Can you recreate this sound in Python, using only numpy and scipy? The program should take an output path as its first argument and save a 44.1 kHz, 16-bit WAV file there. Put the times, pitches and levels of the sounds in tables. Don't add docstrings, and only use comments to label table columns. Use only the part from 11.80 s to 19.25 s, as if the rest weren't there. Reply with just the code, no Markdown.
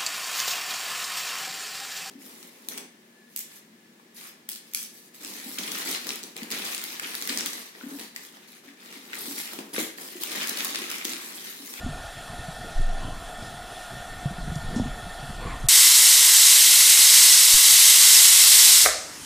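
import sys
import numpy as np
from scipy import signal
from scipy.fft import rfft, irfft, next_fast_len
from scipy.io import wavfile
from scipy.ndimage import uniform_filter1d, map_coordinates

SR = 44100
rng = np.random.default_rng(int(sys.argv[2]) if len(sys.argv) > 2 else 0)


def elevation(decibels):
    levels = np.asarray(decibels, float)
    return 10 ** (levels / 20)


def generate_wav(signal):
    frames = np.transpose(np.atleast_2d(signal))
    scaled = np.clip(frames, -1, 1) * 32767
    pcm = np.round(scaled).astype(np.int16)
    wavfile.write(sys.argv[1], SR, pcm)


N = 328570
T = np.arange(N) / SR

CHANGE_S, SHUT_S = 3.886, 7.045
# pitch_hz, level_db (per Hz)
JET_SPECTRUM = [(15, -71), (25, -40), (273, -35), (664, -23.5), (1020, -16.5), (1700, -14.5), (2000, -10),
                (2410, -7), (4020, -2.5), (6690, -3), (7870, -2), (11800, -5.5), (15400, -12.5)]
# pitch_hz, width_hz, lift_db
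VALVE_CAVITIES = [(2040, 240, 5), (2450, 240, -5), (3980, 310, 2), (5364, 61, 4.5), (8000, 1800, 2.5),
                  (11600, 1100, 2)]
JET_DB, JET_GROWS_DB_PER_S = -13, 0.33
SAG_S, SAG_DB = 0.1, -1.8
# pitch_hz, width_hz, level_db
LID_MODES = [(552, 130, 0.5), (708, 98, 1.5), (1225, 220, -2), (1570, 320, -5), (1695, 82, 1),
             (2130, 330, -1.5)]
# start_s, level_db
SEAT_BLOWS = [
    (7.054, -1.5),
    (7.0605, 8.5),
    (7.063, -3),
    (7.07, 1.5),
    (7.079, -8),
    (7.088, -4),
]
# start_s, level_db, pitch_hz, t60_s
POT_THUD = (7.062, -40, 60, .4)
# pitch_hz, t60_s
KITCHEN_T60 = [(300, 0.63), (700, 0.58), (1300, 0.57), (3000, 0.49), (6000, 0.69), (9500, 0.42),
               (14000, 0.23)]

# time_s, effort_db
GRIP_EFFORT = [(0.0, -42), (0.09, -43), (0.26, -46), (0.36, -51), (0.6, -46), (1.26, -45.5), (1.96, -52.5),
               (2.5, -45), (2.64, -40), (2.75, -44), (2.88, -39), (3.21, -43.5), (3.48, -45), (3.66, -39),
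               (3.74, -40), (3.88, -56)]
# pitch_hz, level_db (per Hz)
CREAK_SPECTRUM = [(41, -45), (70, -4.5), (135, -1), (194, -7), (233, -6.5), (372, -15), (500, -13),
                  (650, -47), (1100, -120)]
# start_s, peak_db, pitch_hz
FINGER_KNOCKS = [(0.032, -31, 205), (0.062, -23, 246), (0.089, -26, 142), (0.109, -32, 149),
                 (0.684, -26.5, 158), (0.995, -25, 122), (1.005, -39, 400), (2.457, -15, 141),
                 (2.508, -27, 186), (2.583, -28.5, 175), (2.674, -25, 159), (2.718, -22, 160),
                 (2.761, -20, 147), (2.928, -27, 167), (2.963, -15.5, 229), (2.984, -22, 261),
                 (2.998, -18.5, 240), (3.018, -22.5, 200), (3.057, -24, 247), (3.266, -32, 180),
                 (3.428, -30, 140), (3.499, -29.5, 198), (3.84, -22, 130)]
# start_s, peak_db
PALM_THUMPS = [
    (0.045, -17),
    (0.249, -28),
    (0.592, -22.5),
    (2.699, -17),
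    (3.001, -14),
    (3.655, -18),
    (3.834, -24),
    (3.853, -24),
]
# start_s, peak_db, t60_s, pitch_hz
SHELL_SNAPS = [
    (2.457, -34, .03, 500),
    (2.755, -36, .035, 6200),
    (2.959, -40, .2, 6000),
    (2.996, -28, .045, 650),
]
# start_s, level_db, pitch_hz, t60_s
MOUNT_RINGS = [
    (.955, -10.5, 20.8, 0.94),
    (3.8, -22, 24.5, .7),
]
SWAY_DB, SWAY_GROWS = -41.5, 1.4
CREAK_DB, CREAK_GROWS = -44.5, 0.86
KNOCK_T60_S, THUMP_HZ, THUMP_T60_S = 0.09, 75, 0.047
RUB_S, RUB_HOLD_S, RUB_EDGE_S, RUB_DB = 0.95, 0.07, 0.03, -53

# pitch_hz, width_hz, level_db
POT_MODES = [(714, 84, -1), (1300, 72, -8.5), (1425, 56, -4), (1814, 36, -2), (2636, 23, -11.5),
             (3380, 280, -13), (3990, 99, -16.5), (4420, 104, -16), (5290, 200, -23.5), (7290, 200, -20),
             (8740, 87, -19), (9500, 180, -20.5), (10000, 190, -20), (13800, 700, -30)]
# pitch_hz, level_db (per Hz)
FLAME_SPECTRUM = [(88, -55), (150, -19), (519, -15.5), (708, -3.5), (966, -15.5), (1800, -13.5),
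                  (2140, -20), (3350, -20.5), (4930, -23.5), (10100, -26), (15500, -40.5)]
SIMMER_DB = -51.5
# start_s, hold_s, level_db, grit_share
FAR_SCRAPES = [
    (1.16, 0.11, -45, .02),
    (3.568, 0.11, -39, .2),
]
SCRAPE_RISE_S, SCRAPE_FALL_S = 0.061, 0.19

# pitch_hz, level_db (per Hz)
LEAK_SPECTRUM = [(15, -46), (25, -20), (98, -9), (203, -9), (296, -5), (468, -10), (535, -16), (1080, -13),
                 (2170, -14.5), (6880, -13.5), (10500, -17.5), (15400, -29)]
# time_s, leak_db
GAIN_RECOVERY = [
    (6.95, -50),
    (7.04, -42),
    (7.3, -41.5),
    (7.45, -39),
]
# start_s, level_db
CAPSULE_STEPS = [
    (5.741, -26.5),
    (5.752, -31),
]

GAP_S, GAP_HZ = 0.017, 3000
TOP_HZ = 15500
SPREADS = [4.263, 4.588, 5.099, 5.54, 6.33, 6.376, 6.516, 6.933]
SPREAD_LOW_HZ, SPREAD_WIDE_HZ, SPREAD_SHARE = 4200, 1400, 0.3


def steam():
    lift_db = lambda hz: sum(db * bell(hz, c, w) for c, w, db in VALVE_CAVITIES)
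    surge_db = 0.5 * wobble(7) + 0.23 * wobble(25) + 0.68 * wobble(120)
    sag_db = SAG_DB * np.clip((T - SHUT_S) / SAG_S + 1, 0, 1)
    choke_db = -60 * np.maximum(T - SHUT_S, 0) / 0.15 + sag_db
    flow = elevation(JET_DB + JET_GROWS_DB_PER_S * (T - CHANGE_S) + surge_db + choke_db)
    colour = lambda hz: elevation(along(JET_SPECTRUM, hz) + lift_db(hz))
    jets = [rush(colour, patchy_db=0.86) for port in range(3)]
    return sum(kitchen(jet * flow, wet_db=-5.0) for jet in jets) / np.sqrt(len(jets))


def weight():
    blows = np.zeros(N)
    for s, db in SEAT_BLOWS:
        blows[round(s * SR)] = elevation(db + 18)

    def lid(hz):
        modes = [elevation(db) * 1j * hz * w / (c * c - hz * hz + 1j * hz * w) for c, w, db in LID_MODES]
        return sum((-1) ** k * mode for k, mode in enumerate(modes))

    clack = filtered(uniform_filter1d(blows, size=7), lid)
    return kitchen(clack, wet_db=-5.0) + ring(*POT_THUD, attack=0.004)


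def hand():
    effort_db = curves(GRIP_EFFORT)[0] - np.mean(GRIP_EFFORT, axis=0)[1]
    sway = rush(lambda hz: bell(hz, 28, 46) * (hz > 8), patchy_db=-0.5)
    sway = sway * elevation(SWAY_DB + SWAY_GROWS * effort_db)
    creak = rush(lambda hz: elevation(along(CREAK_SPECTRUM, hz)), patchy_db=4.0)
    creak = creak * elevation(CREAK_DB + CREAK_GROWS * effort_db + 2.0 * wobble(40))
    knocks = sum(ring(s, db + 0.5, hz, KNOCK_T60_S, attack=0.00078) for s, db, hz in FINGER_KNOCKS)
    thumps = sum(ring(s, db, THUMP_HZ, THUMP_T60_S, attack=0.0016) for s, db in PALM_THUMPS)
    shake = sum(ring(s, db, hz, t60, attack=0.027) for s, db, hz, t60 in MOUNT_RINGS)
    snaps = np.zeros(N)
    for s, db, t60, centre_hz in SHELL_SNAPS:
        decay = elevation(db - 60 * np.maximum(T - s, 0) / t60) * (T > s)
        snaps += decay * rush(lambda hz: bell(hz, centre_hz, 1.6 * centre_hz) ** 2, patchy_db=-1.0)
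    rub = elevation(RUB_DB) * stroke(RUB_S, RUB_EDGE_S, RUB_HOLD_S, 2 * RUB_EDGE_S)
    rub = rub * rush(lambda hz: bell(hz, 7000, 7000), patchy_db=1)
    return sway + creak + knocks + thumps + shake + snaps + rub


def stove():
    pot_power = lambda hz: sum(elevation(2 * db) * bell(hz, c, w) ** 1.46 for c, w, db in POT_MODES)
    hum = rush(lambda hz: np.sqrt(pot_power(hz)), patchy_db=0.5)
    hiss = rush(lambda hz: elevation(along(FLAME_SPECTRUM, hz)), patchy_db=2.4)
    level = elevation(SIMMER_DB + 0.4 * wobble(6))
    scrape = np.zeros(N)
    for s, hold, db, grit in FAR_SCRAPES:
        far = rush(lambda hz: bell(hz, 1066, 330) ** 2 + grit * bell(hz, 1800, 2600), patchy_db=3.0)
        scrape += elevation(db) * stroke(s, SCRAPE_RISE_S, hold, SCRAPE_FALL_S) * far
    return level * (elevation(9.5) * hum + elevation(8.5) * hiss) + scrape


def leak():
    return elevation(curves(GAIN_RECOVERY)[0]) * rush(lambda hz: elevation(along(LEAK_SPECTRUM, hz)), patchy_db=2.0)


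def capsule():
    out = np.zeros(N)
    for s, db in CAPSULE_STEPS:
        onset = np.clip((T - s) / 0.00057, 0, 1)
        out -= elevation(db) * np.exp(-np.maximum(T - s, 0) / 0.017) * onset
    return out


def kitchen(x, wet_db):
    hz, t, z = signal.stft(rng.standard_normal(SR // 2), SR, nperseg=256)
    decay = elevation(-60 * t / along(KITCHEN_T60, hz)[:, None])
    tail = signal.istft(z * decay, SR, nperseg=256)[1]
    wet = signal.fftconvolve(x, tail / np.linalg.norm(tail))[:N]
    return (x + elevation(wet_db) * wet) / np.hypot(1, elevation(wet_db))


def rush(response, patchy_db):
    z = signal.stft(rng.standard_normal(N), nperseg=512)[2]
    field = uniform_filter1d(rng.standard_normal(z.shape), size=6, axis=0)
    field = uniform_filter1d(field, size=12, axis=1)
    patchy = signal.istft(z * elevation(patchy_db * unit(field)), nperseg=512)[1][:N]
    return unit(filtered(patchy, response))


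def ring(s, db, hz, t60, attack):
    out, start = np.zeros(N), int(s * SR) + 1
    t = T[start:start + int(1.5 * t60 * SR)] - s
    tone = np.sin(2 * np.pi * hz * t) * (1 - np.exp(-t / attack))
    out[start:start + len(t)] = elevation(db - 60 * t / t60) * tone
    return out


def stroke(s, rise, hold, fall):
    return np.clip((T - s) / rise, 0, 1) ** 2 * elevation(-20 * np.maximum(T - s - rise - hold, 0) / fall)


def bell(hz, centre_hz, width_hz):
    return 1 / (1 + (2 * (hz - centre_hz) / width_hz) ** 2)


def wobble(rate):
    return map_coordinates(rng.standard_normal(int(N * rate / SR) + 4), [T * rate])


def curves(rows):
    s, *cols = np.transpose(rows)
    return [np.interp(T, s, c) for c in cols]


def along(points, hz):
    f, v = np.transpose(points)
    return np.interp(np.log(hz + 1), np.log(f + 1), v)


def filtered(x, response):
    m = next_fast_len(N + SR // 2)
    return irfft(rfft(x, m) * response(np.fft.rfftfreq(m, 1 / SR)), m)[:N]


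def unit(x):
    return x / np.sqrt(np.mean(x ** 2) + 1e-20)


def edge(hz, top_hz):
    return np.clip((top_hz - hz) / 150 + 0.5, 0, 1)


def thinned(x, hole_db, greed, tilt_db):
    hz, _, z = signal.stft(x, SR, window="cosine", nperseg=2048)
    band_db = lambda rows: 10 * np.log10(np.sum(np.abs(z[rows]) ** 2, axis=0) + 1e-12)
    excess_db = np.minimum(band_db(hz < 400) - band_db(hz > 3000), 24)
    cells = uniform_filter1d(np.abs(z), size=3, axis=0)
    around = uniform_filter1d(np.abs(z), size=40, axis=0)
    bar_db = hole_db + greed * excess_db + tilt_db * np.log2(hz[:, None] / 10000 + 1e-3)
    keep = cells > around * elevation(np.minimum(bar_db, 2.5))
    return signal.istft(z * keep, SR, window="cosine", nperseg=2048)[1][:N]


def spread(x):
    other = np.roll(x, SR // 10)
    picks = rng.random((len(SPREADS), 8)) < SPREAD_SHARE
    band = lambda hz: np.clip((hz - SPREAD_LOW_HZ) // SPREAD_WIDE_HZ, 0, 7).astype(int)
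    side = np.zeros(N)
    for s, pick in zip(SPREADS, picks):
        window = np.cos(np.clip((T - s) / 0.04, -0.5, 0.5) * np.pi) ** 2
        side += filtered(other * window, lambda hz: pick[band(hz)] * (hz > SPREAD_LOW_HZ) * edge(hz, TOP_HZ))
    return side


def scene():
    before = stove() + hand()
    dull = filtered(before, lambda hz: edge(hz, GAP_HZ))
    before = before + (dull - before) * np.clip((T - CHANGE_S + GAP_S) / 0.002, 0, 1)
    after = steam() + weight() + leak() + capsule()
    return np.tile(np.where(T < CHANGE_S, before, after), (2, 1))


def low_pass(x):
    return signal.sosfilt(signal.butter(12, 16610, fs=SR, output="sos"), x)


def record(dry):
    clipped = dry[0] / (1 + np.abs(dry[0] / 0.82) ** 6) ** (1 / 6)
    x = filtered(clipped, lambda hz: edge(hz, TOP_HZ))
    x = thinned(x, hole_db=-5.5, greed=0.3, tilt_db=6)
    mix = x + elevation(-1.0) * spread(x) * np.array([[1], [-1]])
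    return low_pass(mix)


dry = scene()
out = record(dry)
generate_wav(out)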